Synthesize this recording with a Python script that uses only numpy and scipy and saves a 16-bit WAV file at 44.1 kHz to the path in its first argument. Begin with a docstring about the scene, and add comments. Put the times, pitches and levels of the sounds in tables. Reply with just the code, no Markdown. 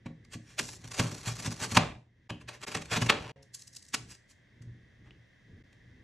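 """Honeycomb toffee crunches under a knife on a wooden board, then a piece is snapped by hand.
Sugar cells collapse in avalanches of tiny clicks that ring the slab; it grinds under load, cracks,
and sends shards skidding, with light scrapes and clinks in between. Each push thuds through board
and table. Underneath sit a low rumble of hands and a faint hiss, all heard close up in a small
kitchen, with a wide top end."""
import sys
import numpy as np
from scipy import signal
from scipy.fft import rfft, irfft, next_fast_len
from scipy.io import wavfile
from scipy.ndimage import uniform_filter1d

SR = 44100
rng = np.random.default_rng(int(sys.argv[2]) if len(sys.argv) > 2 else 0)


def to_wav(sig):
    """Store sig (one row per channel, or 1-D mono) as 16-bit WAV at the path in sys.argv[1].

    Samples outside -1..1 are clipped; the rate is SR.
    """
    pcm = np.clip(np.atleast_2d(sig), -1, 1) * 32767
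    pcm = np.round(pcm).astype(np.int16)
    wavfile.write(sys.argv[1], SR, pcm.T)  # frames by channels


N = 265923
TIME = np.arange(N) / SR
LEFT_RIGHT = np.array([[1], [-1]])  # opposite signs on the two channels

# the big bursts of collapsing cells: (peak time [s], swell [s], level [dB])
CRUNCHES = [(0.691, 0.0038, -45), (0.735, .006, -52), (0.917, 0.0046, -45), (0.946, 0.0082, -44.5),
            (0.984, 0.015, -42), (1.121, 0.0076, -46.5), (1.184, .012, -53.5), (1.279, 0.016, -38),
            (1.32, 0.011, -48), (1.398, .012, -47), (1.461, 0.012, -37.5), (1.519, 0.0058, -45.5),
            (1.602, 0.0048, -44.5), (1.621, 0.0091, -41), (1.639, 0.014, -35.5), (1.72, 0.012, -41),
            (1.755, 0.0052, -32.5), (2.616, 0.0034, -51), (2.636, 0.0063, -40.5), (2.681, 0.013, -41),
            (2.722, 0.0097, -43), (2.752, 0.0047, -29.5), (2.771, 0.0061, -38.5), (2.821, 0.0052, -43.5),
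            (2.918, .005, -33), (2.935, 0.012, -30), (2.968, 0.0079, -28), (3.022, 0.0071, -30),
            (3.067, 0.0046, -35.5), (3.548, 0.0039, -56), (3.622, 0.002, -65), (3.679, 0.0027, -72.5),
            (3.737, .004, -76), (3.767, 0.003, -58.5), (3.827, 0.0025, -71.5)]
# cracks through the slab; hollow, crisp, ring and thump are set against the crack's mids:
# (peak time [s], swell [s], level [dB], hollow [dB], crisp [dB], ring [Hz], ring [dB], thump [dB])
SNAPS = [(0.595, 0.0032, -28.5, -8.5, -2.5, 1840, -27, -31),
         (.999, 0.0036, -27.5, -11, -4.5, 507, -3.5, -2.5),
         (1.773, 0.0023, -14.5, -0.5, -10, 867, -8.5, -3), (3.101, 0.0026, -15, -8, -14.5, 1398, -9, -22.5),
         (3.946, 0.0029, -28.5, -6.5, -1, 1475, -17.5, -7)]
# a piece under stress, twice beneath the knife and once between the fingers:
# (start [s], end [s], grind at start [dB], grind at end [dB], hollow [dB], crisp [dB])
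LOADS = [(0.601, 1.77, -61, -53.5, -3.5, 1), (2.597, 3.09, -60.5, -53, -4, -3.5),
         (3.54, 3.94, -83, -85.5, -10.5, 15.5)]
# freed shards sliding: (start [s], length [s], level [dB], fade [dB], crisp [dB])
SKIDS = [(0.605, 0.17, -60.5, 13, 16.5), (1.006, 0.16, -40, 23, -2), (1.785, .18, -34, 26, -30.5),
         (3.107, .085, -33.5, 13.5, -18.5), (3.196, 0.12, -49, 2, -12)]
# blade or pieces graze the sugar: (peak time [s], swell [s], level [dB], crisp [dB])
BRUSHES = [(0.065, 0.0038, -46, -15), (0.25, 0.0027, -61, -2), (0.339, 0.0092, -45.5, -1),
           (0.51, 0.034, -60.5, -1), (0.848, 0.0074, -52.5, -10), (2.303, 0.0039, -36, -13),
           (2.416, 0.0072, -54.5, -9), (2.49, 0.0037, -37.5, -7), (2.546, 0.016, -52, -5.5),
           (3.43, 0.0024, -69.5, 14), (4.114, 0.013, -54, 4), (4.15, .006, -59.5, 4),
           (4.31, .011, -67.5, 7.5), (4.624, 0.0026, -63, 2.5), (5.07, 0.02, -67.5, -15),
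           (5.73, .002, -62.5, -5)]
# blade or shard touches a piece: (time [s], level [dB], pitch [Hz], t60 [s])
CLINKS = [(2.302, -49, 2905, 0.29), (5.108, -52, 2890, 0.028)]
# resonances of slab and blade: (frequency [Hz], sharpness [Q], level [dB])
SLAB_MODES = [(800, 10, -5), (928, 29, -3.5), (1144, 13, -1), (1450, 5.6, -10), (1669, 4.3, -0.5),
              (2373, 4.2, -6), (2720, 36, -1.5), (3250, 40, -4.5), (3830, 26, -4.5), (4120, 30, -3),
              (5710, 61, 2), (6310, 8, -2.5), (7300, 18, -8)]
# tone of breaking sugar: (frequency [Hz], gain [dB])
SUGAR_EQ = [(250, 0.5), (700, -4.5), (2500, 0), (4000, -6.5), (5000, -3.5), (5600, -8), (8000, -9),
            (10000, -13.5), (11900, -9), (12700, -37), (16000, -41)]
# blade or hand loads the board: (time [s], level [dB], hardness as upper-mode boost [dB])
KNOCKS = [(0.059, -40, 5), (0.352, -41, -2), (0.597, -45.5, 16), (0.845, -46.5, -4.5), (0.998, -28, -4),
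          (1.047, -35, -9), (1.12, -41.5, 0), (1.272, -33, -16.5), (1.388, -45.5, -2), (1.456, -39, -1.5),
          (1.475, -34, -6), (1.615, -40.5, 0), (1.72, -36, -2), (1.77, -27, 1), (2.308, -39, -0.5),
          (2.674, -50.5, 10), (2.753, -38, 3), (2.919, -37, -5), (2.967, -32.5, 3.5), (3.017, -27.5, -9.5),
          (3.096, -34.5, 20), (3.943, -52.5, 7.5), (4.606, -46.5, -15), (4.673, -45.5, -27.5)]
# resonances of the board on the table: (frequency [Hz], level [dB], t60 [s])
TABLE_MODES = [(60, -19, 0.23), (103, -10.5, 0.15), (117, 2.5, 0.15), (162, -5, 0.32), (208, -5.5, 0.13),
               (242.6, -3.5, 0.15), (295, -11.5, 0.35), (353, -15, 0.09), (398, -15, 0.089),
               (554, -15.5, 0.14), (716, -19.5, 0.12)]
# partials of a faint hollow ring: (frequency [Hz], level [dB])
HOLLOW_PARTIALS = [(135, -60.5), (275, -69.5), (425, -66.5), (546, -63.5), (707, -72.5), (945, -84.5)]
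# hands shift over the table: (peak time [s], swell [s], level [dB])
HAND_MOVES = [(0.3, 0.47, -58.5), (1.82, 0.088, -39.5), (2.45, 0.083, -55.5), (3.229, 0.075, -45),
              (4.05, 0.061, -50), (4.7, 0.12, -54), (5.09, 0.077, -54.5), (5.551, 0.052, -51),
              (6.0, 0.25, -58)]
# tone of the hand rumble: (frequency [Hz], gain [dB])
HAND_EQ = [(15, -46.5), (25, -14), (85, -2.5), (123, -8.5), (158, -7.5), (233, -10), (458, -20.5),
           (517, -32.5), (574, -39.5), (900, -47), (1170, -71), (1980, -120)]
# wall reflections by band: (low edge [Hz], high edge [Hz], level [dB], side against mid [dB])
KITCHEN_BANDS = [(191.4, 300, -8, -10.5), (396, 720, 0, -4), (720, 3100, -13, -4.5),
                 (3240, 9600, -11, -6.5)]
# left-right phase shift that widens the treble: (frequency [Hz], lead of the left [rad])
STEREO_PHASE = [(0, 0), (2800, 0), (4150, 0.8), (4900, -2), (5350, -6.5), (7300, -6), (9500, -8),
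                (12500, -9.0)]
# level of the hiss over time: (time [s], level [dB])
HISS_LEVELS = [(0, -71.5), (1.7, -64.5), (2.0, -82), (2.28, -73), (3.3, -69.5), (3.4, -71), (4.5, -68.5),
               (6.03, -67)]
# tone of the centred hiss: (frequency [Hz], gain [dB])
HISS_EQ = [(290, -36), (500, -5.5), (873, -16.5), (976, -13.5), (1360, -16.5), (1640, -2.5), (1930, 1),
           (2070, -1.5), (2350, -14.5), (3020, -18.5), (3720, -16), (4220, -21), (5980, -21), (7790, -32.5),
           (14000, -47.5)]
# tone of the room noise that differs left and right: (frequency [Hz], gain [dB])
DIFFUSE_EQ = [(24, -44.5), (40, -13), (123, 0.5), (479, -4.5), (527, -4), (1400, -15), (3310, -10.5),
              (4000, -19), (7450, -34.5), (12000, -28), (15600, -56), (22000, -120)]
# thin tones in the hiss: (frequency [Hz], level against the hiss [dB])
WHINE_TONES = [(2622, -22), (3215, -18.5), (3429, -23), (3628, -23)]
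# brief dips of the whole mix: (start [s], end [s], depth [dB])
DROPOUTS = [(2.279, 2.293, -21.5), (2.652, 2.666, -32), (3.319, 3.36, -26.5), (5.626, 5.638, -22)]


def crunches():
    """Cells cave in under blade or fingers; the nearest load sets how hollow and crisp they sound."""
    out = np.zeros(N)
    for time_s, swell_s, db in CRUNCHES:
        *_, hollow_db, crisp_db = min(LOADS, key=lambda load: abs(time_s - (load[0] + load[1]) / 2))
        sound, peak_s = burst(swell_s, db, hollow_db, crisp_db - dulling(db), crumble_db=-16)
        add(out, sound, time_s - peak_s)
    return out


def burst(swell_s, db, hollow_db, crisp_db, crumble_db, crumble_s=0.03):
    """One avalanche with a tail of trickling crumbs; returns the sound and its peak time."""
    envelope, peak_s = avalanche(swell_s, fall=1.0, size=12288, peak_sample=4096)
    since_peak = TIME[:len(envelope)] - peak_s
    crumbs = undb(crumble_db) * (since_peak > 0) * np.exp(-np.abs(since_peak) / crumble_s)
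    envelope = np.maximum(envelope, crumbs)
    clicks = cells(envelope, per_s=2800, spread_db=-0.5)
    return undb(db) * slab(clicks, envelope, hollow_db, crisp_db), peak_s


def avalanche(swell_s, fall, size=8192, peak_sample=2048):
    """Each break sets off more until the stress is spent; returns the envelope and its peak time."""
    t = (np.arange(size) - peak_sample) / SR
    distance = t / (swell_s * np.where(t < 0, 1, fall))
    return np.exp(0.5 - np.hypot(distance, 0.5)), peak_sample / SR  # exponential flanks, rounded top


def cells(envelope, per_s, spread_db):
    """Sugar walls break at random moments, each a single click of its own strength."""
    breaks = rng.random(len(envelope)) < per_s / SR
    strength = undb(spread_db * np.minimum(rng.exponential(size=len(envelope)), 3))
    return envelope * breaks * strength * rng.choice([-1, 1], len(envelope))


def slab(clicks, envelope, hollow_db, crisp_db, direct_db=-1, walls_db=1, wall_q=28, wall_count=7):
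    """Clicks ring the slab and nearby cell walls; hollow and crisp set lows and highs against mids."""
    min_width_hz = 55  # foamy sugar is well damped
    modes = sum(undb(db) * resonate(clicks, hz, max(hz / q, min_width_hz)) for hz, q, db in SLAB_MODES)
    # walls differ in size, so every break has its own few pitches
    wall_hz = 1000 * 2 ** ((np.arange(wall_count) + rng.random(wall_count)) / 2)
    walls = sum(resonate(clicks, hz, max(hz / wall_q, min_width_hz)) for hz in wall_hz)
    body = equalise(undb(direct_db) * clicks + modes + undb(walls_db) * walls, SUGAR_EQ)
    hollow = undb(hollow_db) * unit(band(body, 310, 1200))
    mids = unit(band(body, 1100, 3900))
    crisp = undb(crisp_db) * unit(band(body, 4700, 15000))
    return (hollow + mids + crisp) * rms(envelope)


def dulling(level_db, typical_db=-43, db_per_db=0.1819):
    """Crispness lost, in dB: a bigger burst breaks bigger walls and sounds darker."""
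    return db_per_db * (level_db - typical_db)


def snaps(fizz_db=-29):
    """A crack races through the cells, stops short, jolts the board and rings the freed piece."""
    out = np.zeros(N)
    for time_s, swell_s, db, hollow_db, crisp_db, ring_hz, ring_db, thump_db in SNAPS:
        envelope, peak_s = avalanche(1.42 * swell_s, fall=0.88)
        clicks = whiten(cells(envelope, per_s=14000, spread_db=5.0))
        # a full break mostly radiates directly, and is sharp enough to fizz at the very top
        crack = slab(clicks, envelope, hollow_db, crisp_db, direct_db=5, walls_db=-8.5)
        fizz = undb(fizz_db) * unit(band(clicks, 14000, 16000))
        ring = undb(ring_db) * unit(resonate(resonate(clicks, ring_hz, 250), ring_hz, 690))
        thump = undb(thump_db) * unit(band(clicks, 110, 480))
        snap = crack + (ring + thump + fizz) * rms(envelope)
        add(out, undb(db + 2.5) * snap, time_s - peak_s)
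    return out


def grinding(bursts_per_s=51, spread_db=3, steady_rasp=0.31, size=65536):
    """Under load, weak cells keep giving way: small random bursts over an even rasp."""
    out = np.zeros(N)
    grain, _ = avalanche(swell_s=0.0023, fall=1.3)
    for start_s, end_s, start_db, end_db, hollow_db, crisp_db in LOADS:
        triggers = (rng.random(size) < bursts_per_s / SR) * undb(spread_db * rng.standard_normal(size))
        flutter = unit(steady_rasp + unit(signal.fftconvolve(triggers, grain, mode="same")))
        envelope = flutter * load_ramp(start_s, end_s, start_db, end_db)[int(start_s * SR):][:size]
        clicks = cells(envelope, per_s=1200, spread_db=0.5)
        crisp_db -= dulling((start_db + end_db) / 2)
        add(out, slab(clicks, envelope, hollow_db, crisp_db), start_s)
    return out


def load_ramp(start_s, end_s, start_db, end_db):
    """Grind level of a stressed piece: a straight ramp in dB, cut off at the break."""
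    return undb(np.interp(TIME, [start_s, end_s], [start_db, end_db])) * (TIME > start_s) * (TIME < end_s)


def skids(edge_s=0.0044, hollow_db=-0.5):
    """Rough shards catch and slip in a fading stream of tiny clicks."""
    out, t = np.zeros(N), TIME[:SR // 2]
    for start_s, length_s, db, fade_db, crisp_db in SKIDS:
        gate = np.clip(np.minimum(t, length_s - t) / edge_s + 0.5, 0, 1)
        envelope = undb(-fade_db * t / length_s) * gate
        clicks = cells(envelope, per_s=1200, spread_db=3.5)
        add(out, undb(db) * slab(clicks, envelope, hollow_db, crisp_db), start_s)
    return out


def brushes():
    """Short scrapes as the blade is placed and the pieces are turned over."""
    out = np.zeros(N)
    for time_s, swell_s, db, crisp_db in BRUSHES:
        hollow_db = -9 - 0.53 * crisp_db  # a duller touch sounds more hollow
        sound, peak_s = burst(swell_s, db, hollow_db, crisp_db, crumble_db=-15)
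        add(out, sound, time_s - peak_s)
    return out


def clinks(spread=0.13, count=10):
    """A light touch on a piece rings a cluster of close modes."""
    out, t = np.zeros(N), TIME[:SR // 4]
    for time_s, db, hz, t60 in CLINKS:
        offsets = np.linspace(-1, 1, count) + rng.uniform(-1, 1, count) / count
        cluster_hz = hz * (1 + spread * offsets)
        modes = np.sin(2 * np.pi * cluster_hz[:, None] * t)
        ring = rng.choice([-1, 1], count) @ modes / np.sqrt(count / 2)
        add(out, undb(db) * ring * decay(t, t60), time_s)
    return out


def knocks(upper_from_hz=130, contact_s=0.0009, settle_s=0.0024, rebound_s=0.042, rebound_db=-8):
    """Each push thuds through board and table, then the board rocks back; hard contact is brighter."""
    out, t = np.zeros(N), TIME[:SR // 3, None]
    hz, mode_db, t60 = np.transpose(TABLE_MODES)
    upper = np.clip(np.log2(hz / upper_from_hz) * 2, 0, 1)  # 0 for table modes, 1 for board modes
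    # the light board speaks at once, the heavy table has a slower attack
    attack_s = contact_s + settle_s * (1 - upper)
    envelope = (1 - np.exp(-t / attack_s)) * decay(t, t60)
    rebounds = [(time_s + rebound_s, db + rebound_db, hard_db) for time_s, db, hard_db in KNOCKS]
    for time_s, db, hard_db in KNOCKS + rebounds:
        # the hand's load shifts the board's modes, not the table's
        detune, level_jitter = rng.standard_normal((2, len(hz))) * upper
        gains = undb(mode_db + hard_db * upper + 1.5 * level_jitter)
        modes = gains * np.sin(2 * np.pi * hz * (1 + 0.031 * detune) * t)
        thud = (modes * envelope) @ rng.choice([-1, 1], len(hz))
        add(out, undb(db + 0.5) * thud / np.std(thud[:SR // 40]), time_s)
    return out


def hollow_ring(start_s=3.345, length_s=0.14):
    """A faint hollow ring swells and fades."""
    progress = np.clip((TIME - start_s) / length_s, 0, 1)
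    partials = sum(undb(db) * wavering_tone(hz, depth=0.00603) for hz, db in HOLLOW_PARTIALS)
    return np.sin(np.pi * progress ** 0.5) * partials


def hands(resting_db=-65.5, above_grind_db=4, table_db=-2):
    """Hands rumble and set the table's main mode humming, louder as they press or shift."""
    rub = unit(equalise(rng.standard_normal(N), HAND_EQ))
    table_hum = undb(table_db) * unit(resonate(rub, hz=120, width_hz=6.7))
    pressing = undb(above_grind_db) * sum(load_ramp(*load[:4]) for load in LOADS)
    shifting = sum(undb(db) * np.exp(-((TIME - peak_s) / swell_s) ** 2 / 2)
                   for peak_s, swell_s, db in HAND_MOVES)
    return unit(rub + table_hum) * np.sqrt(undb(resting_db) ** 2 + pressing ** 2 + shifting ** 2)


def kitchen(send, t60_s=0.32, build_s=0.0016):
    """Short, dense stereo reverb off the walls, narrowest in the bass."""
    t = TIME[:SR // 2]
    mid, side = rng.standard_normal((2, len(t)))
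    tail = decay(t, t60_s) * (1 - np.exp(-t / build_s))
    response = 0
    for lo_hz, hi_hz, db, side_db in KITCHEN_BANDS:
        noise = mid + undb(side_db) * side * LEFT_RIGHT
        response += undb(db) * band(noise * tail, lo_hz, hi_hz) / np.linalg.norm(tail)
    return signal.fftconvolve(send[None], response, axes=1)[:, :N]


def hiss(diffuse_db=-5.5):
    """A bed of thin hiss with a faint whine in the centre and diffuse room noise at the sides."""
    mid = unit(equalise(rng.standard_normal(N), HISS_EQ))
    side = undb(diffuse_db) * unit(equalise(rng.standard_normal(N), DIFFUSE_EQ))
    whine = sum(undb(db) * wavering_tone(hz, depth=0.002) for hz, db in WHINE_TONES)
    hiss_level = undb(np.interp(TIME, *np.transpose(HISS_LEVELS)))
    return hiss_level * (mid + whine + side * LEFT_RIGHT)


def wavering_tone(hz, depth):
    """A tone of rms 1 whose pitch wanders slowly."""
    drift = unit(uniform_filter1d(rng.standard_normal(N), 4000))
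    return np.sqrt(2) * np.sin(2 * np.pi * np.cumsum(hz * (1 + depth * drift)) / SR)


def widen_treble(x):
    """A left-right phase shift that widens the treble."""
    size = next_fast_len(N + SR // 10)
    phase = np.interp(np.fft.rfftfreq(size, 1 / SR), *np.transpose(STEREO_PHASE))
    return irfft(rfft(x, size) * np.exp(0.5j * phase * LEFT_RIGHT), size)[:, :N]


def undb(db):
    """Decibels to gain."""
    return 10 ** (np.asarray(db) / 20)


def rms(x):
    """Average level, never quite zero."""
    return np.sqrt(np.mean(x ** 2) + 1e-20)


def unit(x):
    """Scale to rms 1."""
    return x / rms(x)


def decay(t, t60):
    """A tail that falls 60 dB in t60 seconds."""
    return np.exp(-np.log(1000) * t / t60)


def add(track, sound, start_s):
    """Mix a sound into the track, trimming any overhang."""
    i = int(start_s * SR)
    sound, i = sound[max(-i, 0):], max(i, 0)
    track[i:i + len(sound)] += sound[:N - i]


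def band(x, lo_hz, hi_hz):
    """Causal band-pass."""
    return signal.sosfilt(signal.butter(3, [lo_hz, hi_hz], "band", fs=SR, output="sos"), x)


def resonate(x, hz, width_hz):
    """One resonance, gain 1 at its centre."""
    return signal.lfilter(*signal.iirpeak(hz, hz / width_hz, fs=SR), x)


def equalise(x, points):
    """Apply an EQ curve of (frequency [Hz], gain [dB]) points."""
    hz, db = np.transpose(points)
    bin_hz = np.maximum(np.fft.rfftfreq(len(x), 1 / SR), 1)
    return irfft(rfft(x) * undb(np.interp(np.log(bin_hz), np.log(hz), db)), len(x))


def whiten(clicks, smooth_bins=45):
    """Spread a burst's energy evenly over frequency."""
    spectrum = rfft(clicks)
    power = uniform_filter1d(np.abs(spectrum) ** 2, smooth_bins)
    return irfft(spectrum / np.sqrt(np.abs(power) + 1e-12), len(clicks))


def scene(crack_send_db=-1.0, thud_send_db=-14):
    """Toffee and table up front, the kitchen around them, hands and hiss underneath."""
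    crumble = crunches() + grinding() + brushes() + clinks() + skids()
    cracks, thuds = snaps(), knocks()
    # the snaps get slightly less reverb, so their tails are quieter
    room = kitchen(crumble + undb(crack_send_db) * cracks + undb(thud_send_db) * thuds)
    return widen_treble(crumble + cracks + thuds + room + hollow_ring()) + hands() + hiss()


def record(dry):
    """Master chain: soft-clipped peaks, a few brief dropouts and a steep high cut."""
    ceiling, high_cut_hz = 0.94, 15900
    rounded = ceiling * np.tanh(dry / ceiling)
    gate_db = sum(depth_db * ((TIME > start) & (TIME < end)) for start, end, depth_db in DROPOUTS)
    gate = uniform_filter1d(undb(gate_db), size=90)
    high_cut = signal.ellip(8, 0.2, 80, high_cut_hz, fs=SR, output="sos")
    return signal.sosfilt(high_cut, gate * rounded)


dry = scene()
out = record(dry)
to_wav(out)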